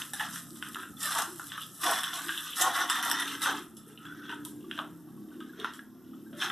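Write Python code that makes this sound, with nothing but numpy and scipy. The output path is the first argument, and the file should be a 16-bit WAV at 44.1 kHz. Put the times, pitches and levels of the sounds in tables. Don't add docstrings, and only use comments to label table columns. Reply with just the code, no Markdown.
import sys
import numpy as np
from scipy import signal
from scipy.fft import rfft, irfft, next_fast_len
from scipy.io import wavfile
from scipy.ndimage import uniform_filter1d, map_coordinates

SR = 44100
rng = np.random.default_rng(int(sys.argv[2]) if len(sys.argv) > 2 else 0)


def wav_record(signal):
    frames = np.transpose(np.atleast_2d(signal))
    bounded = np.clip(frames, -1, 1)
    quanta = np.round(bounded * 32767).astype(np.int16)
    wavfile.write(sys.argv[1], SR, quanta)


N = 287355

# f/Hz, density/dB per Hz
CRUMBS = [(300, -48), (650, -40), (1000, -8.5), (1500, 0), (2000, 4), (2800, -1), (3600, 4.5), (4600, 0.5),
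          (6500, 10), (14000, -48.5)]
# f/Hz, density/dB per Hz
GRIT = [(1000, -17), (3000, -6.5), (4800, 1.5), (6200, -2), (8000, 3.5), (10500, 3.5), (12300, 2),
        (13500, -8), (15000, -29)]


def amp(db):
    return 10 ** (np.asarray(db) / 20)


def unit(x):
    return x / np.sqrt(np.mean(x ** 2) + 1e-20)


def along(points, hz):
    f, v = np.transpose(points)
    return np.interp(np.log(hz + 1), np.log(f + 1), v)


def curves(rows):
    s, *cols = np.transpose(rows)
    return [np.interp(np.arange(N) / SR, s, c) for c in cols]


def wobble(knots_per_s):
    knots = rng.standard_normal(int(N * knots_per_s / SR) + 4)
    return map_coordinates(knots, [np.arange(N) * knots_per_s / SR])


def filtered(x, response):
    n = x.shape[-1]
    m = next_fast_len(n + 8192)
    return irfft(rfft(x, m) * response(np.fft.rfftfreq(m, 1 / SR)), m)[..., :n]


def coloured(x, points):
    return unit(filtered(x, lambda hz: amp(along(points, hz))))


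def add(track, s, sound):
    start = max(round(s * SR), 0)
    room = track[..., start:start + sound.shape[-1]]
    room += sound[..., :room.shape[-1]]


def spiky(shape, scatter_db, size=12):
    rows, length = shape
    spikes = np.repeat(rng.standard_normal((rows, length // size + 1)), size, axis=1)[:, :length]
    return unit(rng.standard_normal(shape) * amp(scatter_db * np.minimum(spikes, 2)))


def narrow(hz, knots_per_s):
    phase = 2 * np.pi * np.cumsum(hz * np.ones(N)) / SR
    return unit(wobble(knots_per_s) * np.sin(phase) + wobble(knots_per_s) * np.cos(phase))


def grains(rate, hz, spread, cycles, scatter_db, size=160):
    when, pitch, strength, sign = rng.random((int(rate * N / SR), 4)).T
    f = np.clip(hz * 2 ** (spread * (2 * pitch - 1)), 50, SR / 2)[:, None]
    turns = f * np.arange(size) / SR
    gain = np.sign(sign - .5) * amp(scatter_db * np.minimum(-np.log(1 - strength), 5))
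    rings = gain[:, None] * np.sin(2 * np.pi * turns) * np.exp(-turns / cycles)
    index = (when * N).astype(int)[:, None] + np.arange(size)
    return unit(np.bincount(index.ravel(), rings.ravel(), N)[:N])


def patchy(x, depth_db, span_hz=260, life_s=0.032):
    hz, t, z = signal.stft(x, SR, nperseg=512)
    rows, columns = np.meshgrid(hz / span_hz, t / life_s, indexing="ij")
    field = map_coordinates(rng.standard_normal((230, 700)), [rows, columns])
    return unit(signal.istft(z * amp(depth_db * field), SR, nperseg=512)[1][:N])


def splinter(x, life_s, count=7):
    age = np.append(0, rng.uniform(0, 2, count))
    weight = np.exp(-age) * np.append(1, rng.uniform(-1, 1, count))
    run = np.zeros(len(x))
    for a, w in zip(age, weight):
        run += w * np.pad(x, (round(a * life_s * SR), 0))[:len(x)]
    return run * np.linalg.norm(x) / np.linalg.norm(run)


def press(s, length_s, release_s):
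    attack_s = 0.015
    t = np.arange(N) / SR - s
    log_gain = np.minimum(t, 0) / attack_s - np.maximum(t - length_s, 0) / release_s
    return np.exp(np.maximum(log_gain, -np.log(1e9)))


def echo(x, early_db=5, early_s=0.0039):
    # f/Hz, t60/s
    hall = [(200, 0.073), (1300, 0.32), (4000, 0.27), (12000, 0.17)]
    hz, t, z = signal.stft(spiky((2, SR * 3 // 4), scatter_db=4), SR, nperseg=256)
    decay = amp(-60 * t / along(hall, hz)[:, None]) * (1 + amp(early_db) * np.exp(-t / early_s))
    decay /= np.linalg.norm(decay, axis=1, keepdims=True)
    tail = signal.istft(z * decay, SR, nperseg=256)[1]
    tail = np.pad(tail / np.linalg.norm(tail[0]), ((0, 0), (70, 0)))
    return signal.fftconvolve(x[None], tail, axes=1)


def port(x, notch_hz, depth=0.87, fade_hz=9500):
    return filtered(x, lambda hz: 1 - depth * np.exp(-(hz / fade_hz) ** 2 - 2j * np.pi * hz / notch_hz))


def hiss():
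    # f/Hz, density/dB per Hz
    spectrum = [(200, 0), (1300, 0), (3300, 13), (5000, 23), (9000, 14), (10300, 6), (11300, 30),
                (12500, 31), (14500, 12)]
    return amp(-70.5 + 0.8 * wobble(7)) * coloured(rng.standard_normal((2, N)), spectrum)


def traffic(rumble_db=-56, roar_db=-5):
    # t/s, cycle rate/Hz
    speed = [(0.0, 35.27), (0.7, 34.15), (1.6, 31.72), (2.5, 32.25), (3.14, 31.17), (3.6, 31.52),
             (4.3, 32.77), (4.7, 33.38), (5.17, 34.52), (5.68, 35.59), (6.1, 36.45), (6.52, 37.22)]
    # t/s, low tones/dB, middle tones/dB, upper tones and roar/dB
    pull = [(0.0, -59, -55, -61), (0.38, -54, -58.5, -69.5), (0.6, -56, -52.5, -52), (1.15, -56, -58, -60),
            (1.6, -59, -66, -64), (2.65, -69, -67, -63), (3.1, -62.5, -53, -48.5), (3.55, -59, -59, -43.5),
            (3.75, -64, -49.5, -62), (4.05, -56, -60, -54), (4.22, -56.5, -55.5, -48.5),
            (4.68, -57.5, -46, -45), (5.05, -52, -52.5, -52), (5.38, -65, -48.5, -47.5),
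            (5.65, -65, -53, -54), (5.87, -63, -50, -54.5), (6.52, -52.5, -48, -49)]
    # multiple of cycle rate, level/dB
    orders = [(3, -18.5), (4, -9), (5, -6), (6, -9.5), (7, -6.5), (8, -13.5), (9, -5), (10, -14)]
    # f/Hz, density/dB per Hz
    roar_spectrum = [(120, -39.5), (200, -1.5), (300, 8), (410, -1.5), (600, -26), (1000, -34)]
    # f/Hz, density/dB per Hz
    rumble_spectrum = [(20, -17.5), (55, -18), (80, -5), (130, -2.5), (180, 3), (300, 5), (360, -6),
                       (470, -12.5), (800, -19), (1400, -50), (2200, -77), (5000, -39.5)]
    split_hz = (185, 250)
    fade_db, fade_knots_per_s = 2.1, 4
    flutter_gain, flutter_knots_per_s = 0.4, 16

    hz, levels_db = curves(speed)[0], curves(pull)
    turns = np.cumsum(hz) / SR
    roar = coloured(rng.standard_normal(N), roar_spectrum)
    roar = patchy(roar, depth_db=3.0, span_hz=113.5, life_s=0.12)
    engine = amp(roar_db + levels_db[-1]) * roar
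    for k, db in orders:
        pull_db = levels_db[np.searchsorted(split_hz, k * hz.mean())]
        tone = np.sqrt(2) * np.sin(2 * np.pi * (k * turns + rng.random()))
        tone += flutter_gain * narrow(k * hz, flutter_knots_per_s)
        engine += amp(db + pull_db + fade_db * wobble(fade_knots_per_s)) * tone
    engine *= amp(1.3 * wobble(14))

    noise = coloured(rng.standard_normal((2, N)), rumble_spectrum)
    rumble = np.array([patchy(x, depth_db=3.0, span_hz=101.6, life_s=0.12) for x in noise])
    return amp(rumble_db) * rumble + [engine, np.zeros(N)]


def thuds(swell_s=0.028, width=0.095):
    # t/s, level/dB, f/Hz
    slabs = [(0.498, -53.5, 338), (0.75, -54.5, 360), (1.02, -57, 634), (1.27, -46, 339),
             (1.83, -45.5, 328), (1.86, -46.5, 506), (2.247, -46.5, 335), (2.598, -49.5, 350),
             (2.8, -47.5, 322), (3.47, -48, 394), (3.57, -47.5, 348), (3.72, -54.5, 332),
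             (3.86, -55, 420.6), (4.29, -53.5, 396), (4.63, -46.5, 350), (4.769, -51.5, 630),
             (5.57, -46, 397), (5.575, -62, 666), (6.321, -54, 596), (6.41, -46.5, 333),
             (6.415, -46.5, 795)]
    out, t = np.zeros(N), np.arange(SR // 2) / SR
    swell = t / swell_s * np.exp(1 - t / swell_s)
    for s, db, hz in slabs:
        noise = rng.standard_normal(len(t))
        boom = swell * filtered(noise, lambda f: np.exp(-.5 * ((f / hz - 1) / width) ** 2))
        add(out, s, amp(db) * boom * np.linalg.norm(swell) / np.linalg.norm(boom))
    return out


def flakes(release_s=0.016):
    # t/s, length/s, level/dB
    rustles = [(0.556, 0.035, -72), (0.786, 0.024, -62), (1.498, 0.063, -53.5), (1.6, 0.029, -52.5),
               (2.337, .06, -46.5), (2.471, 0.062, -49), (3.09, 0.037, -44), (3.8, 0.17, -76),
               (4.249, 0.099, -64), (4.606, 0.057, -69.5), (4.75, 0.045, -59), (5.365, .05, -80),
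               (6.053, .15, -78)]
    # f/Hz, density/dB per Hz
    spectrum = [(1500, -27), (2600, 1), (3500, 6.5), (4200, -9), (6000, -19), (9000, -47)]
    power = sum((amp(db) * press(s, length_s, release_s)) ** 2 for s, length_s, db in rustles)
    cracks = grains(rate=770, hz=3390, spread=0.69, cycles=2.5, scatter_db=3.5)
    return np.sqrt(power) * coloured(cracks, spectrum)


def pops(gain_db=1, crack_t60_s=0.0069, splinter_s=0.0014, room_db=-3):
    # t/s, level/dB
    bursts = [(0.386, -35), (0.506, -40), (0.571, -44), (0.687, -38), (0.722, -43), (0.733, -37),
              (1.005, -38), (1.057, -24), (1.151, -28), (1.221, -26.5), (1.469, -37), (1.609, -39),
              (2.158, -33.5), (2.477, -45), (2.906, -39.5), (3.05, -25), (3.09, -40), (3.131, -34),
              (3.142, -41.5), (4.345, -50)]
    out, t = np.zeros((2, N)), np.arange(SR // 40) / SR
    for s, db in bursts:
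        crack = coloured(rng.standard_normal(len(t)), GRIT) * amp(db + gain_db - 60 * t / crack_t60_s)
        crack = splinter(crack, splinter_s)
        add(out[0], s, crack)
        add(out, s, amp(room_db) * echo(crack, early_db=-10, early_s=.003))
    return out


def drag(rub_db=-13, squeak_db=-12.0, squeak_knots_per_s=220):
    # t/s, level/dB, squeak f/Hz
    slide = [(3.9, -63, 1306), (4.04, -50, 1393), (4.11, -45, 1470), (4.16, -52, 1681), (4.22, -46.5, 1465),
             (4.3, -44, 1535), (4.42, -49.5, 1464), (4.52, -75, 1400)]
    # f/Hz, width/Hz, level/dB
    modes = [(1292, 54, 8.5), (1730, 65, 0.5), (3380, 110, 0)]
    level_db, hz = curves(slide)
    catches = grains(rate=110, hz=2150, spread=0.71, cycles=0.98, scatter_db=1.0)

    def body(f):
        return sum(amp(db) * 1j * f * w / (c * c - f * f + 1j * f * w) for c, w, db in modes)

    rub = unit(filtered(catches, body))
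    squeak = unit(narrow(hz, squeak_knots_per_s) * amp(2.5 * wobble(35)))
    return amp(level_db) * (amp(rub_db) * rub + amp(squeak_db) * squeak)


def chinks(attack_s=0.0013, t60_s=0.061, overtone=2.4, overtone_db=-14, rattle_rad=0.2, room_db=-4):
    # t/s, level/dB, f/Hz
    pieces = [(0.133, -33, 1735), (0.135, -41.5, 815), (0.206, -31.5, 847), (0.21, -30, 1884),
              (0.968, -46.5, 3490), (1.071, -32.5, 1190), (1.157, -30.5, 1255), (1.4, -46, 1230),
              (1.581, -33, 1274), (4.063, -46, 3385), (4.122, -49, 1410), (4.246, -48, 3310),
              (4.299, -41.5, 957), (4.327, -40, 915), (4.46, -50, 977), (4.642, -52, 1155),
              (5.086, -57, 1117), (5.174, -55, 1114), (5.316, -53.5, 1500), (5.409, -44.5, 1260),
              (5.493, -49, 1650), (5.533, -45.5, 1480), (5.65, -36.5, 979), (6.133, -51.5, 1270),
              (6.263, -56, 1595)]
    out, t = np.zeros((2, N)), np.arange(SR // 8) / SR
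    for s, db, hz in pieces:
        jitter = unit(uniform_filter1d(rng.standard_normal(len(t)), size=90))
        phase = 2 * np.pi * hz * t + rattle_rad * jitter
        ring = np.sin(phase) + amp(overtone_db) * np.sin(overtone * phase)
        ring *= amp(db - 60 * t / t60_s) * (1 - np.exp(-t / attack_s))
        add(out[0], s, ring)
        add(out, s, amp(room_db) * echo(ring, early_db=-25, early_s=0.0037))
    return out


def plaster(x, low_hz, high_hz=4200):
    return filtered(x, lambda f: f ** 3 / (f ** 3 + low_hz ** 3) / (1 + (f / high_hz) ** 10))


def snaps(overtone=2.14, crumble_db=-29, chink_db=-22):
    # t/s, level/dB, treble edge/dB, f/Hz, overtone/dB, room/dB, splintering time/s
    shards = [(0.0189, -14, -29, 1690, 5.5, -6, 0.00049), (0.135, -20, 1.5, 1680, -29, 2.5, 0.0016),
              (0.195, -18, -28, 1720, -8, 15, 0.0027), (0.209, -8, -29, 1700, -5, -10, 0.0022),
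              (0.359, -16, -12, 1760, -15, 0.5, .0015), (0.625, -12.5, -23, 1477, 2, 0.5, 0.00027),
              (0.746, -17, -13, 1700, 3.5, -8, 0.0016), (0.757, -13, -28, 1400, -9, -5, 0.0019),
              (0.767, -15, -39, 1290, -19, 3.5, .003), (0.794, -22.5, -31, 1590, -1, 6, 0.0017),
              (0.832, -17, -24, 1370, -4.5, 1, .003), (1.109, -16, -17, 1350, -15, 5, .002),
              (1.184, -12, -12, 1292, -6.5, 11, 0.0041), (1.396, -14.5, -18.5, 1406, -24, 0.5, 0.00089),
              (1.519, -16.5, -40, 1520, 4, -4.5, 0.00061), (1.578, -15, -38, 1300, -2, -13, 0.00084),
              (1.835, -11.5, -23, 1100, 2, 7.5, 0.0043), (1.91, -25, 7.5, 1150, -5, 7.5, .0035),
              (2.034, -10.5, -10, 1750, -6, -3, 0.00061), (2.04, -6.5, -14.5, 3280, -9, -2.5, .0057),
              (2.284, -13.5, -24, 1680, 1, 0, 0.0019), (2.292, -5.5, -45, 1610, -2.5, 0.5, .0018),
              (2.612, -6.5, -4.5, 3640, -1, 5.5, .0012), (2.6218, -12, 3.5, 1440, 3, -6, 0.00057),
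              (2.763, -16, -3.5, 1490, -12, -1, .0038), (2.899, -6.5, -7, 1225, 0, 2.5, 0.0047),
              (2.956, -4.5, -20, 1805, -19, 1, 0.0048), (3.027, -16.5, -3, 1580, -2, -3, .0044),
              (3.099, -15, -0.5, 1700, -2, -3, 0.0012), (3.114, -3, -9, 1830, -2, -0.5, 0.0013),
              (3.186, -19, -14, 1680, 2, 5, .0038), (3.199, -19, -1, 1650, 3, 4.5, 0.0032),
              (3.224, -7.5, -41, 1900, -3, -7, .0036), (3.277, -17, -14.5, 1840, 6.5, 4.5, .0029),
              (3.419, -5.5, -17, 3630, -4, 1, .0025), (3.459, -2.5, -36, 1440, -4, 1.5, 0.0053),
              (3.768, -35.5, -1, 3290, 7, 6.5, .0034), (3.975, -22.5, -42, 3038, -19, 0, .002),
              (4.053, -22.5, -23, 1640, -9, 1, 0.0028), (4.294, -15.5, -44, 1520, -1.5, 3, 0.0078),
              (4.325, -17, -33, 1500, -4, -4, 0.0056), (4.4505, -23, -2, 3010, 8, -1, 0.0027),
              (4.712, -17.5, -25, 1500, 10.5, -1.5, 0.00019), (4.777, -18, -30, 1560, 1, -3, .003),
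              (4.789, -7.5, -55, 1340, -6, 0.5, 0.00033), (4.79, -12, -33, 3220, -15, -9, 0.0014),
              (5.404, -26.5, -19.5, 1556, 2.5, 3, .0056), (5.599, -16.5, -24, 3540, -14, -2, 0.0027),
              (5.645, -4.5, -31, 1360, -2.5, -2, 0.0046), (5.736, -27.5, -6, 3300, -3, 1.5, .005),
              (5.792, -17, -36, 1650, -24, -3.5, 0.0035), (6.329, -32.5, -28, 1500, -3, 9, 0.0067),
              (6.422, -6, -36, 1454, 2, 1, 0.0068), (6.5, -10.5, -27, 1600, 0, -1, .0042)]
    ring_t60_s, edge_t60_s, crumble_t60_s, chink_t60_s = 0.0045, 0.0065, 0.045, 0.078
    out, t = np.zeros((2, N)), np.arange(SR // 16) / SR
    for s, db, edge_db, hz, overtone_db, room_db, splinter_s in shards:
        tone = np.sin(2 * np.pi * hz * t)
        ring = tone * amp(-60 * t / ring_t60_s)
        ring -= np.sin(2 * np.pi * overtone * hz * t) * amp(overtone_db - 60 * t * overtone / ring_t60_s)
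        ring += tone * amp(chink_db - 60 * t / chink_t60_s)
        crumble = coloured(spiky((1, len(t)), scatter_db=5.5)[0], CRUMBS)
        crumble *= amp(crumble_db - 60 * t / crumble_t60_s)
        body = np.pad(splinter(ring, splinter_s) + crumble, (24, 0))
        body = plaster(body, low_hz=0.78 * hz)[:len(t)]
        edge = coloured(rng.standard_normal(len(t)), GRIT) * amp(edge_db + 2.5 - 60 * t / edge_t60_s)
        crack = amp(db - 9.0) * (body + splinter(edge, splinter_s))
        add(out[0], s, crack)
        add(out, s, amp(room_db) * echo(crack, early_db=-3.5, early_s=0.0023))
    return out


def clinkers(level_db, gain_db=-15):
    rings = grains(rate=100, hz=1030, spread=0.67, cycles=12.6, scatter_db=2.0, size=2600)
    return rings * amp(level_db + gain_db)


def tread():
    # t/s, press length/s, crumbs/dB, grit/dB, dull scrape/dB
    steps = [(0.201, 0.017, -40, -41.5, -38.5), (1.11, 0.097, -32.5, -37, -29),
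             (1.842, 0.057, -26, -36, -21.5), (2.135, 0.043, -31, -39.5, -39),
             (2.594, 0.073, -29.5, -39.5, -24), (2.751, 0.065, -27.5, -38, -28.5),
             (2.96, 0.025, -44, -48, -32.5), (3.037, 0.037, -29.5, -37, -25.5),
             (3.18, 0.027, -42, -46, -44.5), (3.429, 0.063, -26.5, -45.5, -30.5),
             (4.3, 0.023, -46, -57, -61.5), (4.781, 0.0041, -69, -54, -37.5),
             (5.654, 0.0053, -38.5, -69, -56), (6.419, 0.024, -26, -44, -42)]
    # t/s, length/s, crumbs/dB, grit/dB
    scuffs = [(0.0, 0.0031, -34.5, -39), (0.174, 0.1, -38.5, -48), (0.332, 0.048, -43, -40.5),
              (0.561, 0.014, -55, -47.5), (0.637, 0.05, -44, -51), (0.765, 0.054, -46.5, -52),
              (1.003, 0.016, -48, -36.5), (1.031, 0.051, -32, -37), (1.357, 0.12, -52, -47.5),
              (1.523, 0.035, -40.5, -70), (1.59, 0.025, -45, -70), (1.617, 0.0098, -55, -42.5),
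              (1.746, 0.075, -58, -47), (1.82, 0.026, -42, -37.5), (1.93, 0.06, -29, -39),
              (2.043, 0.037, -32, -44), (2.231, 0.26, -40.5, -41), (2.568, 0.058, -33.5, -33.5),
              (2.68, 0.095, -32.5, -46), (2.895, 0.095, -29.5, -40.5), (3.143, 0.084, -29.5, -45),
              (3.268, 0.078, -35, -42), (3.427, 0.0078, -59, -33.5), (3.557, 0.025, -38.5, -45),
              (3.887, 0.021, -55.5, -54), (4.03, 0.23, -53.5, -77), (4.25, 0.025, -51, -66),
              (4.34, 0.021, -62, -64), (4.452, 0.036, -57, -48), (4.707, 0.093, -51, -56),
              (5.297, 0.047, -58, -80), (5.43, 0.16, -59.5, -64), (5.591, 0.044, -43.5, -60),
              (5.739, 0.0091, -51, -50), (6.38, 0.091, -46, -47)]
    # t/s, level/dB
    trickle = [(0.0, -47), (0.75, -51.5), (0.9, -53), (1.3, -46.5), (3.4, -57), (3.8, -60), (5.3, -64),
               (6.0, -72), (6.52, -54.5)]
    stance_crumbs_db, stance_scrape_db = -66.5, -64.5
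    crumbs_release_s, grit_release_s, weight_release_s = 0.037, 0.057, 0.042
    weight_lag_db = 14

    t = np.arange(N) / SR
    crumbs = amp(stance_crumbs_db) ** 2
    grit = amp(curves(trickle)[0]) ** 2
    scrape = amp(stance_scrape_db) ** 2
    for s, length_s, crumbs_db, grit_db, *_ in steps + scuffs:
        crumbs = crumbs + (amp(crumbs_db) * press(s, length_s, crumbs_release_s)) ** 2
        grit = grit + (amp(grit_db) * press(s, length_s, grit_release_s)) ** 2
    for s, length_s, _, _, scrape_db in steps:
        unloaded = 1 - np.clip((t - s) / length_s, 0, 1)
        weight = amp(scrape_db - weight_lag_db * unloaded ** 2)
        scrape = scrape + (weight * press(s, length_s, weight_release_s)) ** 2
    return 10 * np.log10([crumbs, grit, scrape])


def brighten(x, force_db, slope, corner_hz):
    treble = filtered(x, lambda f: f ** 8 / (f ** 8 + corner_hz ** 8))
    return x + treble * (amp(slope * (force_db - force_db.max())) - 1)


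def crunch(coarsening=0.61):
    # f/Hz, density/dB per Hz
    scrape_spectrum = [(150, -32), (330, 4), (480, -9.5), (650, -2), (850, 8), (1100, 10), (1800, 15),
                       (4000, -55)]
    # f/Hz, density/dB per Hz
    sand_spectrum = [(4000, -25), (6500, -7.5), (8000, -5.5), (10500, -0.5), (12300, 2), (13500, -5),
                     (15000, -32)]
    # f/Hz, density/dB per Hz
    bump_spectrum = [(20, 1), (60, 8.5), (120, 2.5), (250, -33)]
    crumbs_db, grit_db, scrape_db = tread()
    slip = wobble(60)

    crumbs = coloured(grains(rate=1100, hz=1890, spread=1.4, cycles=0.8, scatter_db=1.0), CRUMBS)
    crumbs = patchy(crumbs, depth_db=2.2)
    chips = grains(rate=230, hz=1817.0, spread=0.99, cycles=12.5, scatter_db=2.5, size=1500)
    chips = coloured(chips, CRUMBS)
    dry = crumbs * amp(crumbs_db - 10.5 + 0.17 * slip) + chips * amp(crumbs_db - 14.0)
    dry = brighten(dry, crumbs_db, slope=0.019, corner_hz=2500)
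    dry = brighten(dry, crumbs_db, slope=0.055, corner_hz=4400)

    scrape = grains(rate=1400, hz=787, spread=0.91, cycles=1.47, scatter_db=3.0, size=500)
    dry += coloured(scrape, scrape_spectrum) * amp(scrape_db - 15.5)
    dry += drag() + flakes() + clinkers(scrape_db)
    dry += coloured(rng.standard_normal(N), bump_spectrum) * amp(scrape_db - 39.5)

    sand = coloured(grains(rate=3300, hz=9700, spread=0.47, cycles=0.82, scatter_db=4.5), sand_spectrum)
    grit = coloured(grains(rate=3800, hz=7660, spread=0.9, cycles=0.14, scatter_db=2.5), GRIT)
    grit = patchy(grit, depth_db=2.2)
    ticks = grains(rate=86, hz=8990, spread=0.43, cycles=8.5, scatter_db=2.5)
    dry += sand * amp(grit_db - 9.5 + slip) + ticks * amp(grit_db - 16.5)
    dry += grit * amp(grit_db - 4.5 + coarsening * (grit_db - grit_db.max()) + 0.6 * slip)

    out = np.array([dry, np.zeros(N)])
    for part in np.array_split(np.arange(N), 18):
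        add(out, part[0] / SR, amp(-2.0) * echo(dry[part]))
    return out


def scene():
    # f/Hz, gain of side/dB
    width = [(50, -3), (120, -11.5), (300, -20), (600, -22.5), (1500, -60), (3300, -34), (4600, -3),
             (14000, 3.5)]
    # f/Hz, phase/rad
    lead = [(30, .1), (70, .75), (170, 0.44), (350, 0.27), (650, 0)]
    left_notch_hz, right_notch_hz, diffuse_db = 2377, 2184, -8
    mid, side = crunch() + snaps() + pops() + chinks() + hiss()
    side = amp(diffuse_db) * side
    left, right = port(mid + side, left_notch_hz), port(mid - side, right_notch_hz)
    mid, side = np.array([left + right, left - right]) / 2 + traffic()
    mid += thuds()
    side = filtered(side, lambda hz: amp(along(width, hz)))
    side += filtered(mid, lambda hz: 1j * np.tan(along(lead, hz) / 2))
    return np.array([mid + side, mid - side])


def record(dry):
    return filtered(dry, lambda hz: hz < 14600)


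dry = scene()
out = record(dry)
wav_record(out)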